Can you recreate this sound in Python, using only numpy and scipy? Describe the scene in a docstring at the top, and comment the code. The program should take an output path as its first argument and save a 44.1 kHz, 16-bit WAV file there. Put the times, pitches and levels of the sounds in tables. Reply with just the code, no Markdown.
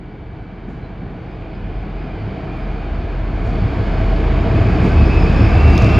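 """A two-stroke diesel locomotive nears through a covered station, its shaft gaining speed late on.
Shaft-locked tones and firing puffs throb; shaped noise makes the exhaust roar, machinery rush and wheel hiss.
Noise-smeared tones give the gear hum and turbocharger whistle; a parked train rumbles and whines faintly.
Dying noise bursts make knocks, clicks and ticks, short tones the faint high swells, squeaks and scrapes;
all these echo under the roof. The microphone rounds off the loudest peaks."""
import sys
import numpy as np
from scipy import signal
from scipy.fft import rfft, irfft, next_fast_len
from scipy.io import wavfile
from scipy.ndimage import uniform_filter1d, map_coordinates

SR = 44100
rng = np.random.default_rng(int(sys.argv[2]) if len(sys.argv) > 2 else 0)


def log_audio(samples):
    """Write samples as a 16-bit WAV file to the path given in sys.argv[1]."""
    # one column per channel
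    frames = np.atleast_2d(samples).T
    # limit to full scale, then quantise
    limited = np.clip(frames, -1, 1)
    pcm = np.round(limited * 32767).astype(np.int16)
    wavfile.write(sys.argv[1], SR, pcm)


N = 264159  # samples

# Loudness of the approach; sets the fifth order, machinery and hiss. Each row: time in seconds, level in dB.
APPROACH_S_DB = [(0, -44.5), (1.4, -39.5), (2.4, -34.5), (3.3, -33), (3.6, -29.5), (4.25, -27), (4.6, -25),
                 (5.5, -23), (5.99, -21.5)]
# Share of the sound that comes straight from the locomotive. Each row: time in seconds, gain in dB.
DIRECT_S_DB = [(0, -26), (3.3, -11), (3.5, -7.5), (4.5, -7), (4.9, -4.5), (5.99, -1)]
# Stereo width of the noise layers. Each row: frequency in Hz, side against mid in dB.
WIDTH_HZ_DB = [(30, -16.5), (90, -19.5), (180, -22), (350, -16), (700, -10), (1300, -10), (1750, -6.5),
               (2050, -59.5), (3000, -48), (5300, -43), (6000, -31.5), (7000, -14), (9000, 4)]
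WIDEN_DB = 3  # extra side level from nearness 0 to 1

# The shaft runs evenly, then the throttle opens and it gains speed.
THROTTLE_S, SHAFT_HZ, SHAFT_GAIN_HZ_PER_S = 3.8, 14.1, .5
# Deep drone, rising and falling among the station's echoes. Each row: time in seconds, level in dB.
DRONE_S_DB = [(0, -39), (.58, -40), (.68, -34), (.85, -36.5), (1.2, -37.5), (1.8, -25.5), (2.1, -27.5),
              (2.35, -35.5), (2.67, -22.5), (3.0, -24), (3.45, -19), (3.7, -25.5), (3.95, -18),
              (4.7, -17.5), (4.95, -18.5), (5.17, -12), (5.6, -18.5), (5.99, -18)]
# Weaker low tones of engine and fans. Each row: multiple of the shaft speed, dB re throb.
ORDERS_MULTIPLE_DB = [(4, -12.5), (6, -13.5), (7.3, -9.5)]
# Exhaust throb, stepping up as the locomotive clears the parked train. Each row: time in seconds, level in dB.
THROB_SWELL_S_DB = [(0, -44), (.3, -35), (.55, -41), (.7, -36.5), (1.4, -35), (1.85, -36.5), (2.2, -32),
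                    (2.55, -34.5), (2.8, -33.5), (2.97, -29), (3.3, -29), (3.48, -24), (3.9, -25.5),
                    (4.55, -20), (4.85, -18.5), (5.3, -16.5), (5.8, -16), (5.99, -14)]
# Swells of the fifth order. Each row: centre in seconds, half length in seconds, boost in dB.
BOOMS_S_S_DB = [(2.96, 0.08, 9), (4.248, .15, 5), (5.004, 0.05, 12), (5.674, 0.069, 11), (5.96, .03, 4)]
# Beats of the exhaust's upper throb. Each row: centre in seconds, half length in seconds, level in dB.
BEATS_S_S_DB = [(2.25, .06, -28), (3.5, 0.037, -17.5), (3.645, 0.028, -16), (3.8, 0.038, -17),
                (4.03, .05, -22), (4.56, .05, -15), (4.67, 0.044, -18), (5.44, 0.043, -13),
                (5.85, 0.028, -14)]
BEAT_ORDER = 7.4  # multiple of the shaft speed
# Exhaust roar. Each row: time in seconds, level in dB.
ROAR_SWELL_S_DB = [(0, -41), (1.4, -34), (2.4, -29.5), (2.95, -31), (3.3, -28.5), (3.6, -25), (4.25, -22.5),
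                   (4.6, -19.5), (5.5, -18), (5.99, -16.5)]
# Gear and blower whines, and a broad ring that sounds mostly from afar (second row). Each row: multiple of the
# # shaft speed, width in Hz, far and near levels in dB re machinery.
WHINES_MULTIPLE_HZ_DB_DB = [(21.3, 25, -14, -3.5), (52.2, 200, -5, -22), (78.7, 90, -28.5, -5.5),
                            (157.4, 300, -27.5, -8), (317, 200, -29.5, -22)]
# Hum of the traction gears, tied to the even road speed. Each row: time in seconds, level in dB.
GEAR_HUM_S_DB = [(0, -60.5), (1.5, -48), (2.35, -43), (3.3, -40.5), (3.9, -38), (4.55, -30), (5.2, -44),
                 (5.6, -34.5), (5.88, -30)]
GEAR_HZ, GEAR_WIDTH_HZ = 655, 58

# Turbocharger blade tone: idles, then spools up. Each row: time in seconds, pitch in Hz.
TURBO_PITCH_S_HZ = [(0, 2495), (2.0, 2508), (2.6, 2475), (3.8, 2495), (4.6, 2540), (4.95, 2578),
                    (5.18, 2580), (5.5, 2630), (5.57, 2668), (5.73, 2712), (5.86, 2708), (5.99, 2745)]
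# Whistle reference level among the station's walls. Each row: time in seconds, level in dB.
WHISTLE_S_DB = [(0, -72.5), (1.1, -66), (1.35, -58), (1.6, -57.5), (2.04, -50.5), (2.2, -56), (2.55, -49.5),
                (3.3, -52), (4.6, -44), (4.91, -40.5), (5.16, -36), (5.3, -37.5), (5.5, -34), (5.75, -38),
                (5.85, -30.5), (5.99, -31)]
# Echoes on slanting paths, with less Doppler shift. Each row: share of the pitch, width in Hz, dB re whistle.
WHISTLE_ECHOES_SHARE_HZ_DB = [(.982, 60, -5), (.945, 90, -4.5)]
# The stack is in plain view, the whistle rings clean. Each row: centre in seconds, half length in seconds,
# added level in dB.
CLEAN_WHISTLE_S_S_DB = [(5.01, .04, -36.5), (5.15, .05, -34.5), (5.59, .04, -34.5), (5.68, .04, -35),
                        (5.77, .04, -34.5)]
# Whistle octave. Each row: time in seconds, dB re whistle.
OCTAVE_S_DB = [(0, -17.5), (4.8, -19), (5.15, -16.5), (5.33, -12.5), (5.5, -18), (5.6, -24)]

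# Parked train's steady tones. Each row: frequency in Hz, level in dB.
IDLING_HZ_DB = [(127, -46.5), (173, -51.5), (316, -49.5), (1475, -63), (2203, -72), (2304, -58.5)]
IDLE_RUMBLE_DB, IDLE_THROB_DB = -39, -43.5

# Knocks of the running gear. Each row: start in seconds, relative thud in dB, relative hiss in dB.
KNOCKS_S_DB_DB = [(0.665, -11, -57), (1.0, -15, -87), (3.43, -11.5, -48.5), (4.53, -7, -55),
                  (4.81, 1.5, -39.5), (5.66, -11, -40.5), (5.78, -3, -38)]
# Brief, faint high tones: swells of the turbo whistle and its octave, and wheel squeaks. Each row: centre in
# seconds, pitch in Hz, level in dB.
HIGH_TONES_S_HZ_DB = [(.848, 4060, -60), (1.34, 4960, -68), (1.34, 2490, -55), (1.52, 4530, -64),
                      (1.56, 4950, -65), (1.57, 2490, -53), (1.8, 4950, -68), (2.0, 4950, -64),
                      (2.22, 4530, -60), (2.76, 4500, -62), (3.02, 4500, -61)]
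# Steel scrapes on the running gear. Each row: centre in seconds, half length in seconds, pitch in Hz, level in dB.
SCRAPES_S_S_HZ_DB = [(4.92, .016, 1525, -29.5), (5.53, .09, 2200, -40)]
# Wheel clicks and ballast ticks. Each row: start in seconds, relative level in dB.
CLICKS_S_DB = [(1.314, -52), (5.681, -29), (5.7535, -33), (5.778, -14.5), (5.788, -29), (5.801, -31),
               (5.8213, -23), (5.831, -31), (5.8445, -24), (5.871, -29)]
# Fine grit around the clicks: centre in seconds, spread in seconds, relative level in dB.
GRIT_S_S_DB = (5.82, .06, -43)
# Faint, bright tick near the microphone. Each row: start in seconds, level in dB.
NEAR_TICK_S_DB = [(2.565, -70)]

# Noise colours. Each row: frequency in Hz, relative level in dB per Hz.
THROB_HZ_DB = [(18, -46), (32, -17.5), (48, -6), (60, 2), (75, -4), (88, 1.5), (108, 1.5), (130, 0),
               (180, -20.5), (300, -89)]
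ROAR_HZ_DB = [(60, -49), (105, -15), (135, -1), (185, 0.5), (230, -6), (300, -5), (390, -8), (460, -8.5),
              (550, -20), (750, -21), (1500, -81)]
MACHINERY_HZ_DB = [(300, -12.5), (540, -3.5), (690, 0.5), (820, -2.5), (1000, -5), (1400, -8), (1650, -7),
                   (1850, -12.5), (2200, -10), (2550, -16), (2850, -23), (3400, -30), (4300, -54.5),
                   (7000, -90.5)]
HISS_FAR_HZ_DB = [(1500, -6.5), (3000, 12), (3400, 7.5), (4000, 3), (4800, -0.5), (5500, -11), (7000, -15),
                  (8300, -29), (11000, -34.5), (14000, -49.5)]
HISS_NEAR_HZ_DB = [(1500, -24.5), (3100, 7.5), (4200, 1.5), (5000, 3), (5800, -8.5), (7000, -8.5),
                   (8400, -24.5), (12000, -23.5), (14000, -45.5)]
KNOCK_HZ_DB = [(50, -13.5), (175, 6), (300, -1.5), (700, -20.5), (2000, -30.5), (6000, -66), (12000, -110)]
PUFF_HZ_DB = [(1500, -12), (3500, -4), (5000, -2), (7000, -3.5), (8300, -14), (9500, -18), (12000, -16),
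              (13500, -45)]
TICK_HZ_DB = [(900, -14), (2000, 0), (3900, 10), (6400, 4), (8500, -18), (10000, -16), (12300, -12),
              (14500, -28)]
NEAR_TICK_HZ_DB = [(3000, -35), (7500, -6), (10500, -2), (13500, -14)]
# Roof echo. Each row: frequency in Hz, 60 dB decay time in seconds.
ROOF_HZ_S = [(100, 0.64), (1000, .6), (8000, 0.4)]
LOW_CUT_HZ, TOP_HZ = 33, 14400  # half-gain points of the microphone


def amp(db):
    """Decibels to gain."""
    return 10 ** (np.asarray(db) / 20)


def unit(x):
    """Scale to rms 1."""
    return x / np.sqrt(np.mean(x ** 2) + 1e-20)


def seconds():
    """Time of every sample."""
    return np.arange(N) / SR


def along(points, hz):
    """Interpolate (Hz, value) points on a log frequency axis."""
    f, v = np.transpose(points)
    return np.interp(np.log(hz + 1), np.log(f + 1), v)


def curve(rows):
    """Interpolate (s, value) rows to one value per sample."""
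    s, value = np.transpose(rows)
    return np.interp(seconds(), s, value)


def swells(rows):
    """Sum of bell-shaped gains from (s, half length s, dB) rows."""
    return sum(amp(db) * np.exp(-((seconds() - s) / half_s) ** 2) for s, half_s, db in rows)


def wobble(rate_hz):
    """Smooth random curve with rate_hz knots a second."""
    knots = rng.standard_normal(int(N * rate_hz / SR) + 4)
    grid = np.arange(0, N, 16)  # spline every 16 samples, straight lines between
    return np.interp(np.arange(N), grid, map_coordinates(knots, [grid * rate_hz / SR]))


def filtered(x, response):
    """Multiply the spectrum of x by a response of frequency."""
    m = next_fast_len(N + SR // 2)
    return irfft(rfft(x, m) * response(np.fft.rfftfreq(m, 1 / SR)), m)[..., :N]


def coloured(x, spectrum):
    """Shape x by a (Hz, dB) spectrum."""
    return filtered(x, lambda hz: amp(along(spectrum, hz)))


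def nearness():
    """Share of direct sound, 0-1."""
    return np.clip(amp(curve(DIRECT_S_DB)), 0, 1)


def approach(close_db, growth):
    """Gain that follows the approach: growth in dB per dB, close_db at its loudest."""
    loudness_db = curve(APPROACH_S_DB)
    return amp(close_db + growth * (loudness_db - loudness_db.max()))


def spread(pair, spectrum):
    """Colour two signals as mid and side; the stereo image widens with nearness; rms 1."""
    mid, side = coloured(pair, spectrum)
    side = coloured(side, WIDTH_HZ_DB) * amp(WIDEN_DB * (nearness() - .5))
    return unit(np.array([mid + side, mid - side]))


def rush(spectrum, patchy_db):
    """Stereo noise with time-frequency patches of random gain, as reflections come and go."""
    z = signal.stft(rng.standard_normal((2, N)), nperseg=1024)[2]
    field = uniform_filter1d(rng.standard_normal(z.shape[1:]), size=3, axis=0)  # across frequency
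    field = uniform_filter1d(field, size=14, axis=1)  # across time
    noise = signal.istft(z * amp(patchy_db * unit(field)), nperseg=1024)[1]
    return spread(noise[:, :N], spectrum)


def tone(angle, fading_db):
    """Sine of rms 1 that fades in and out among its echoes."""
    return unit(np.sin(angle + rng.uniform(0, 2 * np.pi)) * amp(fading_db * wobble(3.055)))


def whine(angle, width_hz):
    """Tone of rms 1 smeared into a narrow band by many moving reflections."""
    return unit(wobble(width_hz) * np.cos(angle) + wobble(width_hz) * np.sin(angle))


def bursts(rows, spectrum, t60_s, attack_s, gain_db):
    """Coloured noise gated into short dying puffs, one per (s, dB) row."""
    envelope = np.zeros(N)
    for s, db in rows:
        age_s = np.maximum(seconds() - s, 0)
        rise = 1 - np.exp(-(age_s / attack_s) ** 2)
        envelope += amp(db - 60 * age_s / t60_s) * rise
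    return amp(gain_db) * envelope * unit(coloured(rng.standard_normal(N), spectrum))


def shaft_angle(waver=.006):
    """Crankshaft angle in radians; the governor lets the speed waver a little."""
    open_s = np.maximum(seconds() - THROTTLE_S, 0)
    speed_hz = (SHAFT_HZ + SHAFT_GAIN_HZ_PER_S * open_s) * (1 + waver * wobble(3))
    return 2 * np.pi * np.cumsum(speed_hz) / SR


def drone(angle):
    """Unequal cylinders sound the second and third shaft orders, which beat over a deep rumble."""
    third = tone(3 * angle, fading_db=.8)
    second = amp(-3) * tone(2 * angle, fading_db=1.5)
    rumble = amp(-7) * whine(3.3 * angle, width_hz=30)
    return amp(curve(DRONE_S_DB)) * (third + second + rumble)


def exhaust(angle):
    """Twelve firings a turn puff unequally over low orders; a roar pulses in step with the fifth order."""
    firing = np.diff(np.floor(12 * angle / (2 * np.pi)), prepend=0)
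    lope = 1 + 0.26 * np.cos(angle)  # once a turn
    puffs = firing * (0.14 + rng.standard_normal((2, N))) * lope
    orders = sum(amp(db) * tone(k * angle, fading_db=2) for k, db in ORDERS_MULTIPLE_DB)
    throb = amp(curve(THROB_SWELL_S_DB)) * (orders + spread(puffs, THROB_HZ_DB))

    boom_db = sum(db * np.exp(-((seconds() - s) / half_s) ** 2) for s, half_s, db in BOOMS_S_S_DB)
    fifth = approach(close_db=-15.5, growth=1.44) * amp(boom_db) * tone(5 * angle, fading_db=0.7)
    beats = swells(BEATS_S_S_DB) * tone(BEAT_ORDER * angle, fading_db=1.0)

    chuff = 1 + 0.23 * np.cos(5 * angle)  # gas leaves in step with the strong order
    roar = amp(curve(ROAR_SWELL_S_DB)) * unit(chuff * rush(ROAR_HZ_DB, patchy_db=0.5))
    return fifth + throb + beats + roar


def machinery(angle):
    """Fans, gears and rolling wheels: a broad rush plus whines whose balance shifts with nearness."""
    near = nearness()
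    total = rush(MACHINERY_HZ_DB, patchy_db=1) * amp([[-.4], [.4]])  # leans right
    for k, width_hz, far_db, near_db in WHINES_MULTIPLE_HZ_DB_DB:
        total = total + amp(far_db + (near_db - far_db) * near) * whine(k * angle, width_hz)
    return approach(close_db=-24, growth=0.96) * total


def gears(side_db=-9, lean_db=1):
    """Traction gears hum in a narrow band, to the right and spread by the walls."""
    gear_angle = 2 * np.pi * GEAR_HZ * seconds()
    mid = whine(gear_angle, GEAR_WIDTH_HZ)
    side = amp(side_db) * whine(gear_angle, GEAR_WIDTH_HZ)
    pair = unit(np.array([mid + side, mid - side]))
    return amp(curve(GEAR_HUM_S_DB)) * amp([[-lean_db], [lean_db]]) * pair


def turbo(direct_db=-11, smear_db=-7, rush_db=-8):
    """Blade tone in a skirt of rushing air, with smeared echoes at and below its pitch and a patchy octave."""
    pitch_hz = curve(TURBO_PITCH_S_HZ) * (1 + .0018 * wobble(30))
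    blades = 2 * np.pi * np.cumsum(pitch_hz) / SR
    level = amp(curve(WHISTLE_S_DB))

    direct = tone(blades, fading_db=.5) * amp(1.5 * wobble(35))
    direct = direct * (level * amp(direct_db) + swells(CLEAN_WHISTLE_S_S_DB))
    echoes = amp(smear_db) * whine(blades, width_hz=60)
    for share, width_hz, db in WHISTLE_ECHOES_SHARE_HZ_DB:
        echoes = echoes + amp(db) * whine(share * blades, width_hz)
    skirt = amp(rush_db) * whine(blades, width_hz=650)
    octave = amp(curve(OCTAVE_S_DB) + 3 * wobble(14)) * whine(1.995 * blades, width_hz=190)
    return direct + level * (echoes + skirt + octave)


def rails():
    """Wheel hiss, crossfading from dull under the roof to brighter as the wheels come into view."""
    near = nearness()
    far = np.sqrt(1 - near ** 2)
    hiss = near * rush(HISS_NEAR_HZ_DB, patchy_db=1) + far * rush(HISS_FAR_HZ_DB, patchy_db=1)
    return approach(close_db=-38, growth=0.97) * hiss


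def parked_train():
    """Train idling at the far platform: steady tones over rumbling noise."""
    t = seconds()
    tones = sum(amp(db) * tone(2 * np.pi * hz * t + .5 * wobble(6), fading_db=1.5) for hz, db in IDLING_HZ_DB)
    rumble = amp(IDLE_RUMBLE_DB) * rush(ROAR_HZ_DB, patchy_db=0.0)
    return tones + rumble + amp(IDLE_THROB_DB) * rush(THROB_HZ_DB, patchy_db=7.0)


def knocks():
    """Running gear thuds, each with a softly swelling puff of hiss."""
    thud_rows = [(s, db) for s, db, _ in KNOCKS_S_DB_DB]
    hiss_rows = [(s, db) for s, _, db in KNOCKS_S_DB_DB]
    thuds = bursts(thud_rows, KNOCK_HZ_DB, t60_s=0.69, attack_s=.012, gain_db=-15.5)
    return thuds + bursts(hiss_rows, PUFF_HZ_DB, t60_s=0.45, attack_s=0.03, gain_db=-5)


def high_tones_and_scrapes(high_half_s=0.029):
    """Turbo swells, wheel squeaks and scrapes: thin, wavering tones that swell and die."""
    rows = [(s, high_half_s, hz, db) for s, hz, db in HIGH_TONES_S_HZ_DB] + SCRAPES_S_S_HZ_DB
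    waver = 2 * np.pi * np.cumsum(1 + .009 * wobble(160)) / SR  # phase per Hz of pitch
    return sum(swells([(s, half_s, db)]) * np.sqrt(2) * np.sin(hz * waver) for s, half_s, hz, db in rows)


def clicks(grit_count=20):
    """Wheel clicks and ballast ticks, with randomly scattered grit as the wheels shake the ballast."""
    centre_s, scatter_s, level_db = GRIT_S_S_DB
    draws = rng.standard_normal((grit_count, 2))
    grit = [(centre_s + scatter_s * when, level_db + 2 * size) for when, size in draws]
    return bursts(CLICKS_S_DB + grit, TICK_HZ_DB, t60_s=.011, attack_s=.0005, gain_db=-2)


def near_tick():
    """One faint burst of bright noise."""
    return bursts(NEAR_TICK_S_DB, NEAR_TICK_HZ_DB, t60_s=.2, attack_s=.003, gain_db=0)


def roof(x):
    """Canopy echo: convolution with decaying stereo noise whose treble dies first."""
    hz, t, z = signal.stft(rng.standard_normal((2, SR // 2)), SR, nperseg=256)
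    decay = amp(-60 * t / along(ROOF_HZ_S, hz)[:, None])
    tail = signal.istft(z * decay, SR, nperseg=256)[1]
    return signal.fftconvolve(x[None], tail / np.linalg.norm(tail[0]), axes=1)[:, :N]


def scene():
    """Locomotive, rails and parked train, plus short hits and tones with their roof echo."""
    angle = shaft_angle()
    engine = drone(angle) + exhaust(angle) + machinery(angle) + gears() + turbo()
    hits = knocks() + high_tones_and_scrapes() + clicks() + near_tick()
    return engine + rails() + parked_train() + hits + amp(-20.0) * roof(hits)


def record(dry):
    """The microphone drops the deepest bass, rounds off the loudest peaks and is band limited."""
    heard = filtered(dry, lambda hz: 1 - 1 / (1 + (hz / LOW_CUT_HZ) ** 12))
    rounded = heard / (1 + np.abs(heard / 1.02) ** 10) ** (1 / 10)  # saturates at 1.02
    return filtered(rounded, lambda hz: 1 / (1 + (hz / TOP_HZ) ** 60))


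dry = scene()
out = record(dry)
log_audio(out)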